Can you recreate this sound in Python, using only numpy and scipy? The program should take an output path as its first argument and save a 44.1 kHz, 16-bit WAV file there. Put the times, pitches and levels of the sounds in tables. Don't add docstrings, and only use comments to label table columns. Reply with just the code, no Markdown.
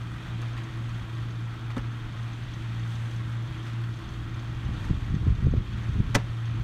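import sys
import numpy as np
from scipy import signal
from scipy.fft import rfft, irfft
from scipy.io import wavfile
from scipy.ndimage import uniform_filter1d

SR = 44100
rng = np.random.default_rng(int(sys.argv[2]) if len(sys.argv) > 2 else 0)


def store_wav(level_fs):
    pcm = np.round(np.clip(np.atleast_2d(level_fs), -1, 1) * 32767)
    wavfile.write(sys.argv[1], SR, pcm.T.astype(np.int16))


def invert_db(level):
    return 10 ** (np.asarray(level, dtype=float) / 20)


N = 292383
T = np.arange(N) / SR
MS = np.arange(0, N / SR + 1, 1 / 1000)


def curve(table, column):
    rows = np.array(table)
    return np.interp(T, rows[:, 0], rows[:, column])


def bumps(rows):
    return np.interp(T, MS, sum(height * np.exp(-((MS - s) / length) ** 2) for s, height, length in rows))


def walk(rate):
    hold = int(SR / rate)
    levels = np.repeat(rng.standard_normal(N // hold + 1), hold)
    return unit(uniform_filter1d(uniform_filter1d(levels, hold), hold)[:N])


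def unit(x):
    return x / np.sqrt(np.mean(x ** 2))


def noise():
    return rng.standard_normal(N)


def band(x, hz, width):
    return signal.lfilter(*signal.iirpeak(hz, hz / width, fs=SR), x)


def colour(x, points):
    hz, db = np.transpose(points)
    f = np.maximum(np.arange(N // 2 + 1) * SR / N, 1)
    return irfft(rfft(x) * invert_db(np.interp(np.log(f), np.log(hz), db)), N)


def burst(s, rise, fall):
    u = np.clip(T - s, 0, 30 * fall)
    return (1 - np.exp(-u / rise)) * np.exp(-u / fall)


def snaps(rows, gain_db, fall):
    jumps = np.zeros(N)
    for s, db in rows:
        jumps[int(s * SR)] = invert_db(db + gain_db)
    return signal.lfilter([1], [1, -np.exp(-1 / (fall * SR))], jumps)


# f/Hz, level per Hz/dB
ROAR_COLOUR = [(76, -29), (130, -8), (165, -10.5), (270, -17.5), (385, -26.5), (520, -29), (750, -26),
               (1310, -25.5), (2100, -28.5), (3500, -31), (4930, -44), (6400, -43), (9400, -51.5),
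               (15800, -65.5)]
# t/s, rustle level/dB, roar level/dB
BREEZE = [(0, 0.5, -47), (.6, -2, -46), (1.3, -0.5, -47.5), (1.6, -3, -47.5), (2.35, -0.5, -47),
          (2.65, 0, -47.5), (2.95, 3, -46.5), (3.5, -1, -48), (4.05, 0, -45.5), (4.4, -0.5, -48),
          (4.85, 0, -45), (5.4, -1.5, -47.5), (6.63, -0.5, -46.5)]


def roar():
    out, swell = 0, walk(7)
    leaves_db = curve(BREEZE, 1)
    for hz in 130 * 2. ** np.arange(7):
        top = hz > 8000
        edges = [hz / 2 ** .5, hz * 2 ** .5 * (1 + top * 0.84)]
        octave = signal.sosfilt(signal.butter(2, edges, "band", fs=SR, output="sos"), noise())
        out = out + invert_db(0.83 * swell + 1.06 * walk(20) + top * leaves_db) * octave
    return invert_db(curve(BREEZE, 2) + 2.5) * unit(colour(out, ROAR_COLOUR))


# t/s, level/dB
WIND_RUMBLE = [(0, -44), (1.5, -46.5), (3.7, -46.5), (4.0, -42), (4.5, -38.5), (4.75, -35), (5.5, -29),
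               (6.05, -33), (6.35, -45), (6.63, -32.5)]
# t/s, change/dB, length/s
WIND_PUFFS = [(.01, 0, 0.026), (.33, 1, 0.043), (.7, 1, .06), (1.03, 7.5, 0.024), (1.79, 8, 0.031),
              (2.07, 8.5, 0.057), (2.46, 4.5, 0.038), (2.59, 6, 0.029), (2.9, -6, .03), (3.25, 5.5, .04),
              (3.4, -9, .05), (3.52, 5, 0.05), (3.77, -11, .04), (4.66, 1, 0.048), (4.82, -2, 0.035),
              (5.0, -3, 0.029), (5.07, -5, 0.033), (5.19, -3, 0.018), (5.25, -6, 0.017), (5.37, -3, 0.035),
              (5.505, -4, 0.014), (5.67, -8.5, 0.072), (5.85, -8, 0.048), (6.17, 2, .04), (6.29, 5, .03),
              (6.4, -8, 0.039)]
# t/s, peak level/dB, f/Hz
SUCKING_EDDIES = [(4.569, -41, 103), (4.691, -17, 128), (5.145, -12, 126), (5.218, -24, 109),
                  (5.286, -12.5, 83.5), (5.314, -10, 65), (5.450, -12, 110), (5.463, -14, 82),
                  (5.527, -16, 145), (5.553, -13.5, 60), (5.582, -10, 84), (5.606, -18.5, 83.5),
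                  (5.899, -16, 95), (5.939, -22, 56), (5.979, -18, 72), (6.004, -13.5, 121),
                  (6.600, -20, 111)]
# t/s, peak level/dB, f/Hz
EDDY_SLAPS = [(4.898, -22, 220), (4.907, -18, 201), (4.935, -24, 219), (5.144, -19, 191), (5.168, -24, 200),
              (5.27, -15.5, 212), (5.453, -31, 260), (5.475, -25.5, 300), (5.535, -30, 260),
              (5.539, -15, 327), (5.566, -25, 240), (5.984, -27, 220), (6.004, -17, 188), (6.009, -26, 236),
              (5.887, -31, 190), (5.957, -28, 180), (5.967, -29, 199), (5.993, -23, 130), (6.046, -28, 170),
              (6.093, -25.5, 200), (6.078, -24, 80), (6.003, -40, 650), (.14, -34, 250), (.81, -29, 180),
              (2.05, -41, 170), (2.95, -35, 190)]
# t/s, peak level/dB, f/Hz
PRESSING_EDDIES = [(4.663, -18, 70), (4.912, -7.5, 115), (5.031, -22.5, 94), (5.109, -21, 106),
                   (5.168, -12.5, 115), (5.236, -20, 150), (5.28, -15, 85), (5.306, -14, 90),
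                   (5.325, -14.5, 80), (5.428, -18, 147), (5.469, -8.5, 85), (5.47, -18, 300),
                   (5.484, -15.5, 160), (5.947, -22, 50), (5.973, -14.5, 100), (5.988, -16, 70),
                   (6.000, -25, 130)]


def wind():
    level_db = curve(WIND_RUMBLE, 1) + bumps(WIND_PUFFS)
    lumps = invert_db(1.24 * walk(30)) * noise()
    low = unit(colour(lumps, [(15, -7.0), (30, 13.0), (60, 15.0), (90, 12.0), (140, -3.5), (300, -61),
                              (1000, -130)]))
    high = unit(colour(lumps, [(30, -39), (60, -12.5), (130, -0.5), (220, -7.0), (400, -22.0), (800, -53),
                               (2000, -130)]))
    out = invert_db(level_db) * low + invert_db(-38.5 + 1.15 * (level_db + 34.0)) * high
    wake = bumps([(s, invert_db(db - 29), .014) for s, db, _ in SUCKING_EDDIES + PRESSING_EDDIES])
    out += wake * (high + 2.0 * low)
    sucks = SUCKING_EDDIES + EDDY_SLAPS
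    signs = [1] * len(sucks) + [-1] * len(PRESSING_EDDIES)
    tilts = rng.standard_normal(80)
    for (s, db, hz), sign, tilt in zip(sucks + PRESSING_EDDIES, signs, tilts):
        near = slice(int((s - .05) * SR), int((s + .05) * SR))
        u = (T[near] - s) * hz
        swing = np.cos(2 * np.pi * u + 0.32 * tilt + 0.22 * np.sin(2 * np.pi * u))
        out[near] -= sign * invert_db(db - 2.0) * np.exp(-(u / 0.52) ** 2) * swing
    return out


def clearing(x):
    u = T[:SR // 3]
    tail = signal.lfilter([.3], [1, -.7], rng.standard_normal(len(u))) * np.exp(-u / 0.044) * (u > .012)
    return x + invert_db(-47.5) * signal.fftconvolve(x, tail)[:N]


# t/s, peak level/dB, f/Hz, length/s
BOOTS = [(0.416, -54, 5800, 0.0065), (.418, -65.5, 10000, .01), (0.423, -43, 1300, 0.025),
         (0.575, -45, 2300, 0.023), (0.576, -72, 6500, 0.019), (0.636, -58, 6000, .005),
         (3.665, -49.5, 2500, 0.054), (5.14, -53, 3300, 0.015), (6.162, -26.5, 700, 0.012),
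         (6.165, -53, 1600, .025), (6.171, -45, 900, 0.034), (6.177, -45, 1600, 0.046),
         (6.598, -61, 14500, .005), (3.297, -60, 9000, .003), (4.848, -65, 9530, .012),
         (.981, -62, 9000, .004)]
# t/s, peak level/dB, f/Hz, length/s
CATCH_CLICKS = [
    (1.698, -46, 1100, .012),
    (1.704, -43, 1500, .008),
    (1.711, -50, 2400, .01),
    (1.7662, -40, 1700, .004),
    (1.770, -55, 7500, .004),
    (1.771, -41, 1000, .006),
    (1.778, -47, 4000, .005),
    (1.779, -35.5, 1300, .009),
    (1.793, -45, 1000, .005),
]


def steps_and_catch():
    white = noise()
    grit = white * invert_db(1.4 * rng.standard_normal(N // 40 + 1).repeat(40)[:N])
    out = np.zeros(N)
    for s, db, hz, length in BOOTS + CATCH_CLICKS:
        tone = unit(band(band(grit, hz, 1.15 * hz), hz, hz))
        out += invert_db(db) * burst(s, 0.018 * length, length) * tone
    return out


# f/Hz, t60/s, level/dB
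HANDLE_MODES = [(255, 0.083, -21), (328, .07, -42), (421, 0.073, -29), (548, 0.064, -30), (864, .05, -39),
                (1150, 0.065, -37), (1325, 0.076, -35)]


def handle(start_s):
    out, start = np.zeros(N), int(start_s * SR)
    u = T[:SR // 4]
    thud = sum(invert_db(db - 60 * u / t60) * np.sin(2 * np.pi * hz * u) for hz, t60, db in HANDLE_MODES)
    out[start:start + len(u)] = thud * np.minimum(u / 0.0034, 1)
    return out


# f/Hz, t60/s, level/dB
DOOR_MODES = [(185, 0.1, 5), (260, 0.075, 0.5), (425, 0.08, -5), (527, 0.082, -7.5), (589, 0.058, -3.5),
              (650, 0.045, -1.5), (735, 0.09, -3), (911, 0.079, 6.5), (1312, 0.11, 1.5), (1400, 0.054, -15),
              (1730, 0.077, -1), (2000, 0.075, 7.5), (2390, 0.084, 3.5), (2770, .06, -8), (3280, 0.046, 7),
              (4100, .05, -8), (5930, 0.035, -3)]
# f/Hz, level per Hz/dB
RATTLE_COLOUR = [(410, -6.5), (700, -3.5), (1600, -7), (1980, -2), (2230, -14), (3600, -9.5), (4900, -16.5),
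                 (5900, -13.5), (15800, -38.5)]


def door(blows, ring):
    force, shake = np.full(N, 1e-18), 0
    for s, db, push, rattle_db in blows:
        shape = np.hanning(int(push * SR) + 3)
        i = int(s * SR)
        force[i:i + len(shape)] += invert_db(db) * shape / shape.sum()
        shake = shake + invert_db(rattle_db) * burst(s, 0.00045, 0.0044)
    out = shake * unit(colour(noise(), RATTLE_COLOUR))
    for (hz, t60, db), side in zip(DOOR_MODES, rng.choice([-1, 1], len(DOOR_MODES))):
        pole = np.exp(2j * np.pi * hz / SR - np.log(1000) / (ring * t60 * SR))
        out += side * invert_db(db - 2.5) * signal.lfilter([1], [1, -pole], force).imag
    return out


# t/s, level/dB, push/s, rattle level/dB
LATCH_BLOWS = [
    (1.7665, -33.5, 0.00096, -53),
    (1.770, -28.5, 0.0026, -51),
    (1.777, -33, 0.0019, -50),
    (1.782, -50, .0008, -50),
    (1.787, -29, 0.0023, -60),
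]


def unlatch():
    return door(LATCH_BLOWS, 0.33) + handle(LATCH_BLOWS[0][0])


# t/s, level/dB, push/s, rattle level/dB
SLAM_BLOWS = [
    (6.1443, -40, 0.0006, -34),
    (6.1462, -38, 0.0003, -23.5),
    (6.148, -40, 0.00024, -23),
    (6.150, -33, 0.00022, -19),
    (6.1515, -22, 0.00045, -20.5),
    (6.155, -22, 0.00066, -24),
    (6.158, -12, 0.0038, -32),
    (6.162, -24, 0.0012, -44),
    (6.168, -19.5, 0.0032, -46),
    (6.176, -31, 0.0011, -48),
]


def slam():
    return door(SLAM_BLOWS, 0.69)


# t/s, f/Hz, level/dB
FAN_TONE = [(0, 330, -67), (.27, 325.3, -47.5), (.45, 322, -55), (.68, 328, -46), (.9, 326.2, -58),
            (1.1, 335.7, -50), (1.4, 319.7, -56.5), (2.15, 326.8, -53.5), (2.6, 315, -52),
            (3.0, 320.5, -56), (3.27, 324, -51.5), (3.65, 328, -49), (3.88, 329, -61), (4.05, 333.7, -48),
            (4.3, 328, -50), (4.55, 318, -53), (5.6, 322, -58.5), (6.63, 326.1, -50)]


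def fan():
    phase = 2 * np.pi * np.cumsum(curve(FAN_TONE, 1)) / SR
    return invert_db(curve(FAN_TONE, 2) + 1.5 * walk(6.1)) * np.sin(phase + 1.27 * walk(11))


# t/s, lag/turns
GOVERNOR_LAG = [(0, 0.6), (.5, 0.33), (1.3, 0.26), (2.3, 0.16), (2.7, 0.21), (3.4, 0.36), (3.9, 0.42),
                (4.4, 0.24), (4.85, 0.077), (5.3, -0.25), (5.85, 0.18), (6.63, 0.2)]
# f/Hz, width/Hz, level/dB
BLOCK_MODES = [(316.4, 41, -54), (1094, 120, -58.5), (1338, 176, -54.5), (1600, 89, -60.5), (1887, 99, -59),
               (2433, 29, -65.5), (3247, 170, -60.5), (3624, 54, -67.5), (4434, 100, -71.5)]
# t/s, peak level/dB
BLOCK_KNOCKS = [(0.0692, -39), (0.2259, -44), (0.3022, -52), (0.378, -47), (0.406, -47), (0.4579, -42),
                (0.4818, -41), (0.6863, -44), (0.8425, -46), (1.0211, -43), (1.0952, -44), (1.1263, -46),
                (1.2226, -45), (1.3918, -45), (1.6657, -46), (1.695, -46), (1.7639, -42), (1.9984, -42),
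                (2.2807, -43), (2.4199, -47), (2.5311, -46), (2.6239, -48), (2.694, -49), (2.7212, -46),
                (2.833, -40), (2.9008, -46), (2.9188, -43), (2.9578, -49), (3.1133, -43), (3.1323, -46),
                (3.483, -47), (3.5224, -46), (3.5454, -45), (3.5922, -42), (3.6282, -45), (3.6566, -44),
                (3.803, -42), (3.8372, -38), (3.936, -43), (4.136, -46), (4.341, -44), (4.3705, -48),
                (4.3931, -44), (4.596, -46), (4.9402, -43), (5.1472, -45), (5.3777, -45), (5.5657, -47),
                (5.7818, -44), (6.0033, -48)]
# t/s, peak level/dB
COVER_KNOCKS = [(0.1371, -38), (0.1625, -35), (0.2044, -33), (0.5666, -37), (0.5791, -33), (0.6205, -37),
                (0.773, -34), (0.8819, -37), (1.0974, -40), (1.1827, -35), (1.2296, -39), (1.5384, -38),
                (1.7669, -32), (1.8402, -37), (2.165, -43), (2.5371, -39), (2.8903, -43), (3.2041, -36),
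                (3.5054, -40), (3.6451, -47), (3.6566, -37), (3.7309, -35), (3.8157, -29), (3.8386, -38),
                (3.8661, -43), (3.8866, -37), (4.0168, -40), (4.2772, -43), (4.4233, -38), (4.5251, -38),
                (4.6022, -37), (4.6309, -40), (4.6818, -36), (4.8404, -30), (4.8843, -38), (5.0769, -42),
                (5.2265, -43), (5.2804, -39), (5.438, -36), (6.0651, -40)]
# f/Hz, width/Hz, level/dB
VALVE_MODES = [(6280, 220, -72), (5600, 400, -79), (3500, 400, -70), (4400, 300, -73.5)]
# t/s, peak level/dB
VALVE_SNAPS = [(0.0204, -55), (0.2259, -59), (0.2793, -58), (0.416, -50), (0.533, -57), (0.6384, -53),
               (0.8924, -51), (0.9457, -52), (1.1503, -54), (1.3049, -49), (1.3565, -52), (1.6092, -64),
               (1.7674, -63), (1.8178, -64), (1.922, -59), (2.1251, -60), (2.1828, -54), (2.2283, -53),
               (2.3321, -52), (2.4358, -54), (2.5381, -52), (2.7955, -51), (2.8771, -57), (2.9542, -51),
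               (3.1108, -51), (3.1622, -52), (3.3188, -51), (3.4251, -57), (3.4715, -55), (3.5754, -52),
               (3.6277, -59), (3.6501, -56), (3.9365, -50), (3.9694, -58), (4.0385, -55), (4.0897, -54),
               (4.1386, -52.5), (4.3415, -54), (4.3924, -50), (4.5481, -62), (4.5979, -58), (4.6493, -50.5),
               (4.7351, -51), (4.8449, -54), (5.0439, -56), (5.1472, -53), (5.2754, -61), (5.3571, -55),
               (5.462, -54), (5.5099, -56), (5.7339, -58), (5.8331, -55), (5.8845, -57), (5.9334, -54),
               (6.4544, -50),
    (6.4888, -56),
    (6.5407, -60),
    (6.5606, -59),
    (6.612, -57),
]


def engine():
    crank_hz = 19.4
    turns = crank_hz * T - curve(GOVERNOR_LAG, 1) + 2
    chance = np.clip(rng.standard_normal((500, 3)), -2, 1.5)
    knock = invert_db(4.5 * chance[(3 * turns).astype(int), 0]) * np.exp(-(3 * turns % 1) / .4)
    dull = snaps(COVER_KNOCKS, 42, 0.0039)
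    bright = snaps(BLOCK_KNOCKS, 52.5, 0.0039)
    out = np.zeros(N)
    for hz, width, db in BLOCK_MODES:
        hard = bright if hz > 2200 else dull * (hz > 500)
        hits = 1 + .45 * knock + hard
        out += invert_db(db + 1.3 * walk(25)) * unit(band(hits * noise(), hz, width))
    snap = invert_db(-5 + 1.8 * chance[turns.astype(int), 1]) * np.exp(-(turns % 1) / 0.19)
    snap = np.maximum(snap, snaps(VALVE_SNAPS, 56, .006))
    late = turns + .5
    snap += invert_db(-16.5 + 2.5 * chance[late.astype(int), 2]) * np.exp(-(late % 1) / 0.073)
    for hz, width, db in VALVE_MODES:
        out += invert_db(db) * unit(band(band(snap * noise(), hz, width), hz, 3 * width))
    return out


# t/s, f/Hz, level/dB
EXHAUST_DRONE = [(0, 117.2, -31.5), (.4, 116.3, -31), (1.4, 115.7, -31), (2.1, 116.3, -29.5),
                 (2.5, 116.3, -35.5), (2.75, 115.1, -30.5), (3.4, 116, -30), (3.65, 116.2, -29),
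                 (4.5, 116.8, -34), (5.2, 115.6, -37), (5.8, 114.6, -33), (6.2, 115.3, -29.5),
                 (6.63, 114.7, -30)]
# multiple, level under the drone/dB, wander/dB
FIRING_ORDERS = [(1, -23.5, 1.5), (3, -23.5, 4.5), (4, -26.5, 1.5)]
# t/s, depth/dB, length/s, slip/cycles
AIR_FADES = [(0.172, -4.5, 0.1, 0.0067), (0.257, -6.5, 0.056, 0.49), (0.547, -4, 0.037, 0.11),
             (0.697, -6.5, 0.067, 0.47), (1.053, -9.5, 0.063, -0.2), (1.31, -3.5, 0.061, 0.068),
             (1.58, -7.5, 0.067, 0.16), (1.798, -7, 0.048, 0.1), (2.03, -7.5, 0.12, -0.16),
             (2.163, -5, 0.026, -0.26), (2.424, -3, 0.12, 0.028), (2.46, -7, 0.014, 0.41),
             (3.11, -5, 0.03, 0.055), (3.488, -12, 0.018, 0.51), (3.592, -6.5, 0.12, 0.016),
             (4.06, -12, 0.11, 0.0042), (4.267, -6, 0.059, -0.22), (4.796, -5, .07, 0.25),
             (5.503, -4, .02, 0.019), (5.67, -2.5, 0.044, -0.086), (5.99, -11, 0.075, 0.057),
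             (6.274, -3.5, 0.026, 0.19)]


def exhaust():
    firing = np.pi * np.cumsum(curve(EXHAUST_DRONE, 1)) / SR
    slips = [np.pi * cycles * np.tanh((MS - s) / (0.38 * length)) for s, _, length, cycles in AIR_FADES]
    slip = np.interp(T, MS, sum(slips))
    fade_db = bumps([row[:3] for row in AIR_FADES])
    level_db = curve(EXHAUST_DRONE, 2) + fade_db + 0.53 * walk(18)
    out = invert_db(level_db) * np.sin(2 * firing + slip + 0.045 * walk(18))
    for multiple, db, wander_db in FIRING_ORDERS:
        out += invert_db(-33.0 + db + wander_db * walk(6)) * np.sin(multiple * firing + 1.2 * walk(5))
    return np.sqrt(2) * out


def scene():
    near = unlatch() + slam() + steps_and_catch()
    trucks = exhaust() + fan() + engine()
    return (trucks + roar() + clearing(near) + wind())[None]


def band_limit(x):
    return signal.sosfilt(signal.butter(12, 15770, fs=SR, output="sos"), x)


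# f/Hz, width/Hz, depth/0-1
CASE_NOTCH = (10470, 570, 0.54)


def record(dry):
    limit_db, squeeze, recover_s = -33, 0.14, 0.027
    keep = np.exp(-1 / (recover_s * SR))
    loud = np.sqrt(signal.lfilter([1 - keep], [1, -keep], dry ** 2))
    dry = dry * np.maximum(loud / invert_db(limit_db), 1) ** -squeeze
    dry = dry - CASE_NOTCH[2] * band(dry, *CASE_NOTCH[:2])
    treble = signal.sosfilt(signal.butter(2, 900, "high", fs=SR, output="sos"), dry)
    ripple = .13 * np.cos(2 * np.pi * (np.arange(N) / 256 + .3))
    top_cut = signal.ellip(8, .2, 70, 15650, fs=SR, output="sos")
    mix = signal.sosfilt(top_cut, dry + ripple * treble)
    return band_limit(mix)


dry = scene()
out = record(dry)
store_wav(out)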